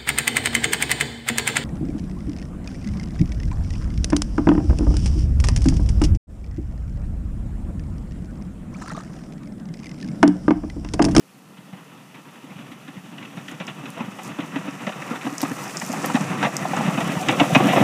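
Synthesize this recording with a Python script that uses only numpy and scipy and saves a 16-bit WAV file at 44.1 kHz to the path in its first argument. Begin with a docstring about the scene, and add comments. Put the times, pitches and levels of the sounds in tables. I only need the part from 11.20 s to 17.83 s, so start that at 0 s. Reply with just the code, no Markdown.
"""A pickup truck pushes a snowplow down a forest road, towards one microphone 3 m off its lane.
It starts some 70 m away: the steel blade rumbles, scrapes and thumps over frozen ground, nearly hiding
the engine, and the trees scatter it back. After two seconds crisp ticks begin close to the microphone.
From about four seconds the hiss of thrown snow comes up, then lumps of snow knock on the plate.
By the end the truck is 9 m off, loud and drier, and the hollow of the blade booms."""
import sys
import numpy as np
from scipy import signal
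from scipy.fft import rfft, irfft
from scipy.io import wavfile
from scipy.ndimage import uniform_filter1d, minimum_filter1d, map_coordinates

SR = 44100
rng = np.random.default_rng(int(sys.argv[2]) if len(sys.argv) > 2 else 0)


def int16_out(signal):
    """Quantize to a 16-bit WAV file."""
    q = np.round(np.clip(np.atleast_2d(signal).T, -1, 1) * 32767)
    wavfile.write(sys.argv[1], SR, q.astype(np.int16))


N = 292383
TIME = np.arange(N) / SR
SPEED_M_PER_S, PASS_S, LANE_M = 9, 7.6, 3  # the truck would draw level with the microphone at PASS_S
NEAR_M = 10  # the truck's levels hold at this distance

# Broad colours. Each row: frequency in Hz, relative level in dB.
MIC_HISS_COLOUR = [(30, -16), (120, -22), (300, -1), (450, 4), (700, -5.5), (2500, -29), (4200, -9.5),
                   (7000, -12.5), (10000, -12.5), (15000, -20)]  # the background hiss of the microphone
TICK_LOW_COLOUR = [(500, -36), (2000, -22), (3800, -18), (5000, 8), (6500, 11), (8500, 3), (11000, -55),
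                   (15000, -31)]  # the snap of ice
TICK_TOP_COLOUR = [(2500, -5), (7000, -5), (10000, -3), (12800, -5.5), (15500, -10)]  # its glassy top
HISS_COLOUR = [(2500, -7), (4000, -5.5), (4800, -3.5), (5700, -0.5), (6400, -1), (7300, -0.5), (8500, -3),
               (10500, -9), (12500, -21)]  # thrown snow
POWDER_COLOUR = [(8000, -31.5), (10800, 2.5), (12500, 1), (15500, -10)]  # its finest dust
ROAR_COLOUR = [(60, -55), (230, -29), (330, -2), (430, -5), (540, 5), (750, 7), (860, -11), (1050, -28),
               (2000, -47)]  # the hollow of the blade
RUMBLE_COLOUR = [(25, -9), (62, -35.5), (85, -30.5), (103, -15.5), (120, -6), (160, 2), (200, 0.5),
                 (280, -9), (350, -10), (450, -21.5), (800, -51)]  # the whole blade shaking
BODY_COLOUR = [(60, -76.5), (230, -30), (330, -2), (430, -6), (540, -1.5), (720, -2.5), (950, -1.5),
               (1250, -3), (1600, -16), (2600, -21.5), (6000, -65.5)]  # its plate
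EDGE_COLOUR = [(100, -57), (800, -24), (1350, -1), (1600, 0), (2000, -0.5), (2800, -1.5), (3800, 1),
               (4250, -11.5), (5250, -14), (5750, -6), (6500, -13), (9000, -26), (12000, -38), (16000, -57)]  # its edge scraping
SKIM_COLOUR = [(3500, -28), (5200, -10), (5750, -1.5), (6500, -5), (9000, -20)]  # its edge skimming snow
# Resonances on top of a colour. Each row: centre in Hz, width in Hz, gain in dB.
HISS_PEAK = [(5870, 520, 0.5)]
BLADE_MODES = [(283.3, 31, 10), (495, 22, 3.5), (567, 42, -2.5), (723, 22, -2.5), (756, 16, 5),
               (1168, 6.3, 10.5), (1335, 96, 4), (1900, 214, 7), (1893, 20, -20), (2448, 72, 4.5),
               (2627, 144, 7), (2920, 140, 5.5), (3420, 17, 5), (3210, 17, 0), (3460, 13, -8)]
# Icy ticks by the microphone. Each row: start in seconds, peak of the snap in dB, peak of the top in dB,
# pitch of the top in Hz.
TICKS = [(2.315, -34, -36, 10000), (2.4515, -39, -50, 9000), (2.469, -27.5, -50, 9000),
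         (2.704, -39, -25.5, 10300), (3.035, -33, -29, 9500), (3.048, -33, -46, 9000),
         (3.0778, -37, -30, 8500), (3.5097, -36, -40, 10000), (4.1275, -31, -46, 9000),
         (4.182, -14.5, -23, 9800), (4.206, -20, -29, 8500), (4.217, -20, -9, 13900),
         (4.2975, -30, -28, 11000), (4.317, -33, -26, 9500), (4.3343, -40, -27, 12500),
         (4.4397, -27, -25, 12000), (4.4585, -29, -42, 9000), (4.4798, -30, -34, 11000),
         (4.5705, -13, -35, 13500), (4.5772, -23, -44, 9000), (4.5993, -17.5, -42, 9000),
         (4.6495, -23, -30, 13500), (4.6638, -27, -20, 12500), (4.7187, -20, -33, 13500),
         (4.728, -21.5, -22, 13800), (4.8266, -26, -44, 9000), (4.86, -26, -11.5, 12900),
         (5.01, -22, -42, 9000), (5.0446, -32, -41, 9000), (5.3675, -7.5, -19.5, 12000),
         (5.567, -23, -42, 9000), (6.087, -17, -36, 9000), (6.294, -27, -28, 13000)]
# Swishes of snow. 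Each row: middle in seconds, hiss in dB, powder in dB, half length in seconds.
SWISHES = [(2.287, -61, -70, 0.033), (3.052, -51.5, -59, 0.03), (4.226, -38.5, -72, 0.016),
           (4.375, -52.5, -58, 0.37), (4.658, -48.5, -60, 0.16), (4.94, -47.5, -62, 0.12)]
# Engine speed. Each row: time in seconds, crankshaft rate in Hz.
CRANK_SPEED = [(0, 38), (2, 39), (3.5, 39.5), (5, 38.5), (6.63, 45)]
# Engine tones. Each row: multiple of the crankshaft rate, relative level in dB.
ENGINE_ORDERS = [(3.5, -8.5), (4, -0.5), (5, 1.5), (6, 1), (8, -32)]
# How hard the blade bites into the snow. Each row: time in seconds, gain in dB.
BLADE_LOAD = [(0, -10.5), (.12, -12), (.35, -11), (.56, -4.5), (1.19, -6), (1.54, -4), (1.91, -5.5),
              (2.1, -2.5), (3.3, 0.5), (4.1, 1.5), (4.52, 2), (4.72, 2.5), (5.45, 2), (6.07, 0.5),
              (6.43, 0.5), (6.6, 2.5)]
# How uneven the road is under the blade. 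Each row: time in seconds, gain of the rumble in dB.
ROAD_ROUGHNESS = [(.1, -13), (.68, -5.5), (1.19, -10), (1.52, -2.5), (1.9, -5), (2.1, -1.5), (2.86, -3),
                  (3.45, -2), (3.9, -5), (4.14, -6), (4.53, -5), (4.72, 0), (5.4, -0.5), (6.43, 2),
                  (6.6, 4)]
# How much treble carries to the microphone. Each row: time in seconds, upper corner in Hz.
TREBLE_REACH = [(0, 3680), (2.5, 3580), (4.2, 2740), (5.5, 2900), (6.1, 3600)]
# Pitches that clanks favour along the road. Each row: time in seconds, edge in Hz, body in Hz.
CLANK_PITCHES = [(2.3, 2440, 776), (3.4, 2500, 644), (4.2, 1780, 564), (4.9, 1800, 825), (5.5, 1750, 770),
                 (6.2, 2330, 720)]
# Lumps of snow on the plate. Each row: start in seconds, level in dB, pitch in Hz.
KNOCKS = [(4.734, -15.5, 756), (4.841, -10.5, 757), (4.897, -13, 960), (4.968, -12, 786),
          (5.268, -11.5, 690), (5.451, -12, 770), (5.533, -11, 774), (5.605, -13, 793), (5.701, -18, 820),
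          (5.807, -14, 723), (6.204, -9, 688), (6.353, -9.5, 778), (6.401, -13, 766), (6.493, -17.5, 583),
          (6.531, -10, 740), (6.56, -13.5, 680), (6.576, -11.5, 568), (6.621, -14, 730)]
# The edge catches on crust. Each row: start in seconds, edge in dB, body in dB, length in seconds.
SNAGS = [(0.369, -32.5, -35, 0.025), (0.942, -28.5, -35, 0.021), (1.381, -33, -45, 0.032),
         (1.517, -27, -41, 0.016), (1.676, -27, -37, 0.019), (1.981, -22, -44, 0.0086),
         (2.027, -23.5, -35, 0.011), (2.05, -24.5, -39, 0.012), (2.282, -18, -42, 0.011),
         (2.656, -20.5, -28, 0.0097), (2.773, -27.5, -22, 0.04), (2.986, -26, -20, 0.014),
         (3.203, -21, -28, 0.012), (3.41, -30, -25, 0.012), (3.692, -19, -19.5, 0.01),
         (3.722, -24, -35, 0.016), (3.82, -19.5, -43, 0.008), (3.931, -38, -26, .016),
         (3.955, -22, -46, 0.014), (4.011, -24.5, -44, 0.019), (4.205, -22, -32, 0.011),
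         (4.249, -21, -18, 0.0088), (4.614, -19, -20.5, 0.012), (4.843, -18.5, -18, 0.0097),
         (4.9, -21, -25, 0.0068), (4.952, -14, -14, 0.016), (5.227, -13, -12, 0.019),
         (5.803, -24, -24, 0.019), (6.1982, -11, -14.5, 0.011), (6.231, -30, -20.5, 0.016),
         (6.349, -7.5, -10.5, 0.012), (6.485, -23.5, -48, 0.063), (6.562, -26, -22, 0.024)]
# The blade drops on a bump. Each row: start in seconds, swing in dB, edge in dB, body in dB,
# pitch of the swing in Hz.
BUMPS = [(.29, -24, -55, -46, 161), (0.383, -19.5, -39, -46, 188), (0.527, -10.5, -31, -28.5, 171),
         (1.235, -19.5, -50, -41, 270), (1.309, -17, -34, -33, 171), (1.355, -17, -34, -39, 170),
         (1.39, -18, -40, -38, 210), (1.514, -19, -42, -43, 280), (1.68, -17.5, -39, -34, 276),
         (1.768, -14, -31, -35, 174), (1.885, -23, -40, -43, 190), (2.171, -13, -26.5, -26, 166),
         (2.285, -19, -48, -44, 243), (2.4, -13.5, -19.5, -20, 180), (2.476, -14, -18.5, -24.5, 216),
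         (2.504, -14, -47, -44, 183), (2.631, -15.5, -41, -37, 270), (2.803, -8, -24, -17, 231),
         (2.877, -11, -40, -28, 195), (3.186, -6.5, -24, -18.5, 285), (3.358, -6, -17, -17, 270),
         (3.477, -11, -25, -24.5, 271), (3.667, -8.5, -17, -15, 208), (3.908, -10, -28, -19.5, 241),
         (4.047, -11.5, -27, -26, 228), (4.063, -8, -21.5, -19, 283), (4.121, -15, -44, -36, 289),
         (4.228, -4, -24, -13, 282), (4.309, -10.5, -36, -25, 266), (4.625, -15, -39, -32, 220),
         (4.693, -12.5, -37, -23, 253), (4.943, -0.5, -19, -19, 253.4), (5.004, -8, -27, -21.5, 182),
         (5.112, -15.5, -42, -40, 190), (5.245, -11, -14, -16.5, 217), (5.566, -11.5, -24, -19, 171),
         (5.677, -10, -28, -22.5, 177), (5.775, -9.5, -22.5, -19, 239), (5.964, -9, -36, -25, 175),
         (6.085, -10.5, -13.5, -16, 286), (6.122, -17, -29, -22.5, 224), (6.209, -6, -25, -15, 285),
         (6.319, -15, -40, -33, 160), (6.359, -4.5, -21, -12.5, 255), (6.4, -14.5, -32, -24, 344),
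         (6.5, -17.5, -32, -35, 288), (6.565, -14.5, -28, -26, 352), (6.607, -9, -35, -26, 265)]


def amp(db):
    """Decibels as an amplitude."""
    return 10 ** (np.asarray(db) / 20)


def unit(x):
    """The signal at rms 1."""
    return x / np.sqrt(np.mean(x ** 2) + 1e-20)


def add(mix, s, sound):
    """Mix a sound in at s seconds."""
    part = mix[max(round(s * SR), 0):][:len(sound)]
    part += sound[:len(part)]


def curve(table, s=TIME):
    """A table of times and values, read at s seconds."""
    return np.interp(s, *np.transpose(table))


def wander(hz):
    """Random drift of rms 1, rolling off above hz."""
    f = np.fft.rfftfreq(N, 1 / SR)
    return unit(irfft(rfft(rng.standard_normal(N)) / (1 + (f / hz) ** 4), N))


def response(points, modes=(), size=4096):
    """Causal impulse response of a broad colour with resonances on top."""
    f = np.abs(np.fft.fftfreq(size, 1 / SR))
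    hz, level = np.transpose(points)
    db = np.interp(np.log(f + 1), np.log(hz), level)
    for centre, width, height in modes:
        db = db + height / (1 + (2 * (f - centre) / width) ** 2)
    minimum_phase = np.exp(np.conj(signal.hilbert(np.log(amp(db)))))
    return np.fft.ifft(minimum_phase).real[:size // 2]


def colour(x, points, modes=()):
    """The signal through a colour and its resonances, at rms 1."""
    return unit(signal.oaconvolve(x, response(points, modes))[:N])


def grains(per_s, spread_db):
    """Sparse clicks of uneven size."""
    size = amp(spread_db * np.minimum(rng.exponential(1, N), 4)) * rng.choice([-1, 1], N)
    return unit(size * (rng.random(N) < per_s / SR))


def distance(s):
    """Metres from the truck to the microphone."""
    return np.hypot(SPEED_M_PER_S * (PASS_S - s), LANE_M)


def spread_db(s):
    """Sound thins out on its way to the microphone."""
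    return -20 * np.log10(distance(s) / NEAR_M)


def roadside_db(table):
    """A level curve of the truck, as heard from the roadside."""
    return curve(table) + spread_db(TIME)


def mic_hiss(db=-58):
    """Faint, steady background hiss of the microphone."""
    return amp(db) * colour(rng.standard_normal(N), MIC_HISS_COLOUR)


def forest(x, t60=0.16, dull_hz=3000, echoes_per_s=1200, first_s=0.018):
    """Trunks along the road scatter a thin, dull echo."""
    t = np.arange(SR) / SR
    taps = rng.standard_normal(SR) * (rng.random(SR) < echoes_per_s / SR)
    taps *= (t > first_s) * amp(-60 * t / t60)
    taps = signal.sosfilt(signal.butter(1, dull_hz, fs=SR, output="sos"), taps / np.linalg.norm(taps))
    return signal.fftconvolve(x, taps)[:N]


def over_snow(x, loss_db):
    """Soft snow and air take the treble above a corner that shifts along the road."""
    hz, s, spectra = signal.stft(x, SR, nperseg=256, noverlap=192)
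    lost = 1 - 1 / (1 + (hz[:, None] / curve(TREBLE_REACH, s)) ** 14)
    return signal.istft(spectra * amp(-loss_db * lost), SR, nperseg=256, noverlap=192)[1][:N]


def ticks(splinter_s=0.00086, crumble=0.13, crumble_s=0.017):
    """Ice snaps by the microphone: one sharp, glassy break, a few splinters and a crumbling tail."""
    out, t = np.zeros(N), np.arange(SR // 16) / SR
    decay = np.exp(-t / splinter_s) + crumble * np.exp(-t / crumble_s)
    low = response(TICK_LOW_COLOUR)
    for s, low_db, top_db, top_hz in TICKS:
        top = response(TICK_TOP_COLOUR, [(top_hz, 1800, 10)])
        for ring, db in ((low, low_db), (top, top_db)):
            splinters = rng.choice([-1, 1], len(t)) * decay
            splinters[0] = 4.5  # the break itself
            snap = signal.fftconvolve(splinters, ring)
            add(out, s, amp(db) * snap / abs(snap).max())
    return out


def spray(hiss_db=-38.5, loss_db_per_m=0.53, powder_db=-45, skim_db=-48):
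    """Snow leaves the blade as a hiss of tiny grains, rising as it nears; crunchy swishes ride on it."""
    hiss_gain = amp(hiss_db - loss_db_per_m * (distance(TIME) - NEAR_M))
    powder_gain = amp(powder_db + 1.48 * spread_db(TIME))  # fades faster than by distance alone
    swish, dust = np.zeros((2, N))
    for s, swish_db, dust_db, half_s in SWISHES:
        swell = np.exp(-((TIME - s) / half_s) ** 2)
        swish += amp(swish_db) * swell
        dust += amp(dust_db) * swell
    snow = rng.standard_normal(N) + 0.55 * grains(per_s=700, spread_db=4.5)
    snow *= amp(1.4 * wander(hz=30))
    crunch = colour(grains(per_s=65, spread_db=2.5), TICK_LOW_COLOUR) * swish * amp(-4.5)
    ice_specks = colour(grains(per_s=25, spread_db=2.5), TICK_TOP_COLOUR) * dust * amp(-6)
    skim = colour(rng.standard_normal(N), SKIM_COLOUR) * amp(skim_db + roadside_db(BLADE_LOAD))
    hiss = colour(snow, HISS_COLOUR, HISS_PEAK) * (hiss_gain + swish)
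    powder = colour(snow, POWDER_COLOUR) * (powder_gain + dust)
    return skim + hiss + powder + crunch + ice_specks


def engine(level_db=-34):
    """Eight cylinders fire four times a turn; uneven firing fills in the neighbouring orders."""
    crank_hz = curve(CRANK_SPEED) * (1 + 0.0084 * wander(hz=4.05))
    turns = np.cumsum(crank_hz) / SR
    tone = sum(amp(db + 1.1 * wander(hz=3.1)) * np.sin(2 * np.pi * (order * turns + rng.random()))
               for order, db in ENGINE_ORDERS)
    trend_db = uniform_filter1d(roadside_db(ROAD_ROUGHNESS), size=SR // 2)  # follows the blade's rumble
    return unit(tone) * amp(level_db + trend_db)


def roar(near_db=-25.5, loss_db_per_m=1.5):
    """The hollow of the blade booms under the rolling snow, heard only over the last few metres."""
    level_db = near_db - loss_db_per_m * (distance(TIME) - NEAR_M)
    rolling_snow = rng.standard_normal(N) * amp(2.8 * wander(hz=30))
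    return colour(rolling_snow, ROAR_COLOUR, BLADE_MODES) * amp(level_db)


def flex(x, lag_s=0.000495):
    """The blade flexes: a slowly wandering lag bends every resonance a little up and down."""
    return map_coordinates(x, [(TIME + lag_s * wander(hz=2.87)) * SR], order=3, mode="mirror")


def scraping(rumble_db=-24, body_db=-30, edge_db=-31):
    """The blade grinds along the road; one judder shakes its rumble, its body and its edge."""
    depth = 1.17 + TIME / TIME[-1]  # from afar, scattering by the trees evens the judder out
    judder = depth * np.tanh(wander(hz=15.3))
    shaking = rng.standard_normal(N) * amp(3.2 * judder)
    rumble = colour(shaking, RUMBLE_COLOUR, BLADE_MODES) * amp(rumble_db + roadside_db(ROAD_ROUGHNESS))
    body_grit = rng.standard_normal(N) + 0.4 * grains(per_s=500, spread_db=2.5)
    body = colour(body_grit * amp(2 * judder), BODY_COLOUR, BLADE_MODES)
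    edge_grit = rng.standard_normal(N) + 0.55 * grains(per_s=900, spread_db=3)
    edge = colour(edge_grit * amp(1.8 * judder + wander(hz=45)), EDGE_COLOUR, BLADE_MODES)
    return rumble + (body * amp(body_db) + edge * amp(edge_db)) * amp(roadside_db(BLADE_LOAD))


def thump(db, hz, swell_s):
    """A blow swings the heavy blade for a few cycles; little deep bass comes with it."""
    t = np.arange(SR // 8) / SR
    swell = (t / swell_s * np.exp(1 - t / swell_s)) ** 2
    swing = amp(db) * swell * np.sin(2 * np.pi * (hz * t + rng.random()))
    return signal.sosfilt(signal.butter(4, 110, "highpass", fs=SR, output="sos"), swing)


def clank(s, edge_db, body_db, length_s, pitch_scatter=0.14, mode_scatter=0.0226, contacts_per_s=4000):
    """One hard contact and a tight rattle; where it lands favours one pitch each of edge and body."""
    t = np.arange(SR // 6) / SR
    rattle = np.exp(-(t / length_s) ** 2) + 0.3 * np.exp(-t / length_s)
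    when, *pitches = np.transpose(CLANK_PITCHES)
    edge_hz, body_hz = [np.interp(s, when, hz) * np.exp(pitch_scatter * rng.standard_normal())
                        for hz in pitches]
    flexed_modes = [(hz * np.exp(mode_scatter * rng.standard_normal()), width, db)
                    for hz, width, db in BLADE_MODES]
    edge = response(EDGE_COLOUR, flexed_modes + [(edge_hz, 330, 7)])
    body = response(BODY_COLOUR, flexed_modes + [(body_hz, 170, 9)])
    out = 0
    for ring, db, rise_s in ((edge, edge_db, 0.0004), (body, body_db, 0.003)):
        shape = rattle * (1 - np.exp(-t / rise_s))
        contacts = shape * rng.choice([-1, 1], len(t)) * (rng.random(len(t)) < contacts_per_s / SR)
        contacts[0] = 1.2  # the first hard contact
        burst = signal.fftconvolve(contacts, ring)
        out = out + amp(db) * burst * np.linalg.norm(shape / shape.max()) / np.linalg.norm(burst)
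    return out


def knocks(swell_s=0.0041, mode_split=0.231):
    """Hard lumps of snow hit the plate, which rings hollow in three close modes and rattles a little."""
    out = np.zeros(N)
    for s, db, hz in KNOCKS:
        add(out, s, thump(db, hz, swell_s))
        for side in (-1, 1):
            neighbour_hz = hz * np.exp(side * mode_split * (0.5 + rng.random()))
            add(out, s, thump(db - 7.5, neighbour_hz, swell_s))
        add(out, s, clank(s, edge_db=db - 21.5, body_db=db - 11, length_s=0.019))
    return out * amp(spread_db(TIME))


def snags(light_from_s=1.1, light_per_s=11, scatter_db=2.5):
    """The edge catches hard on frozen crust now and then; light catches between grow louder with load."""
    hard, light = np.zeros((2, N))
    for s, edge_db, body_db, length_s in SNAGS:
        add(hard, s, clank(s, edge_db, body_db, length_s))
    for slot in np.arange(light_from_s, N / SR, 1 / light_per_s):
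        db = scatter_db * rng.standard_normal()
        start = slot + rng.random() / light_per_s
        add(light, start, clank(slot, edge_db=db - 33.5, body_db=db - 37, length_s=0.0084))
    return hard * amp(spread_db(TIME)) + light * amp(roadside_db(BLADE_LOAD))


def bumps(usual_swing_db=-13.5, heave_hz=143, heave_db=-4.5):
    """Each bump swings the blade and rattles it; close by, the slower heave of its mount comes through."""
    out = np.zeros(N)
    for s, swing_db, edge_db, body_db, hz in BUMPS:
        rattle_s = 0.025 * np.exp(-0.0775 * (swing_db - usual_swing_db))  # harder swings rattle shorter
        swell_s = 0.0071 * (hz / 243) ** 0.43  # higher swings last longer
        add(out, s, thump(swing_db, hz, swell_s))
        add(out, s, thump(swing_db + heave_db + spread_db(s), heave_hz, swell_s))
        add(out, s, clank(s, edge_db, body_db, rattle_s))
    return out * amp(spread_db(TIME))


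def scene():
    """From the roadside: microphone hiss, close ticks, flying snow, the truck and its echo in the trees."""
    snow_and_hiss = spray() + ticks() + mic_hiss()
    # the mount rides higher than the edge, so the snow dulls the blows less
    blows = over_snow(bumps() + snags() + knocks(), loss_db=5)
    truck = over_snow(flex(scraping() + roar()) + engine(), loss_db=9.5) + blows
    echo_db = np.interp(TIME, [0, N / SR], [-11, -18])  # the nearer the truck, the drier
    return (truck + amp(echo_db) * forest(truck) + snow_and_hiss)[None]


def record(dry, low_cut_hz=62, high_cut_hz=15450, ceiling=0.92, limiter_samples=131):
    """The microphone sheds the deep bass, a quick limiter holds the peaks, and the very top is cut."""
    thin = signal.sosfilt(signal.butter(3, low_cut_hz, "highpass", fs=SR, output="sos"), dry)
    allowed_gain = minimum_filter1d(ceiling / np.maximum(abs(thin), ceiling), size=limiter_samples)
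    limited = thin * uniform_filter1d(allowed_gain, size=limiter_samples)
    high_cut = signal.firwin(511, high_cut_hz, window=("kaiser", 9), fs=SR)
    return signal.oaconvolve(limited, high_cut[None], "same")


dry = scene()
out = record(dry)
int16_out(out)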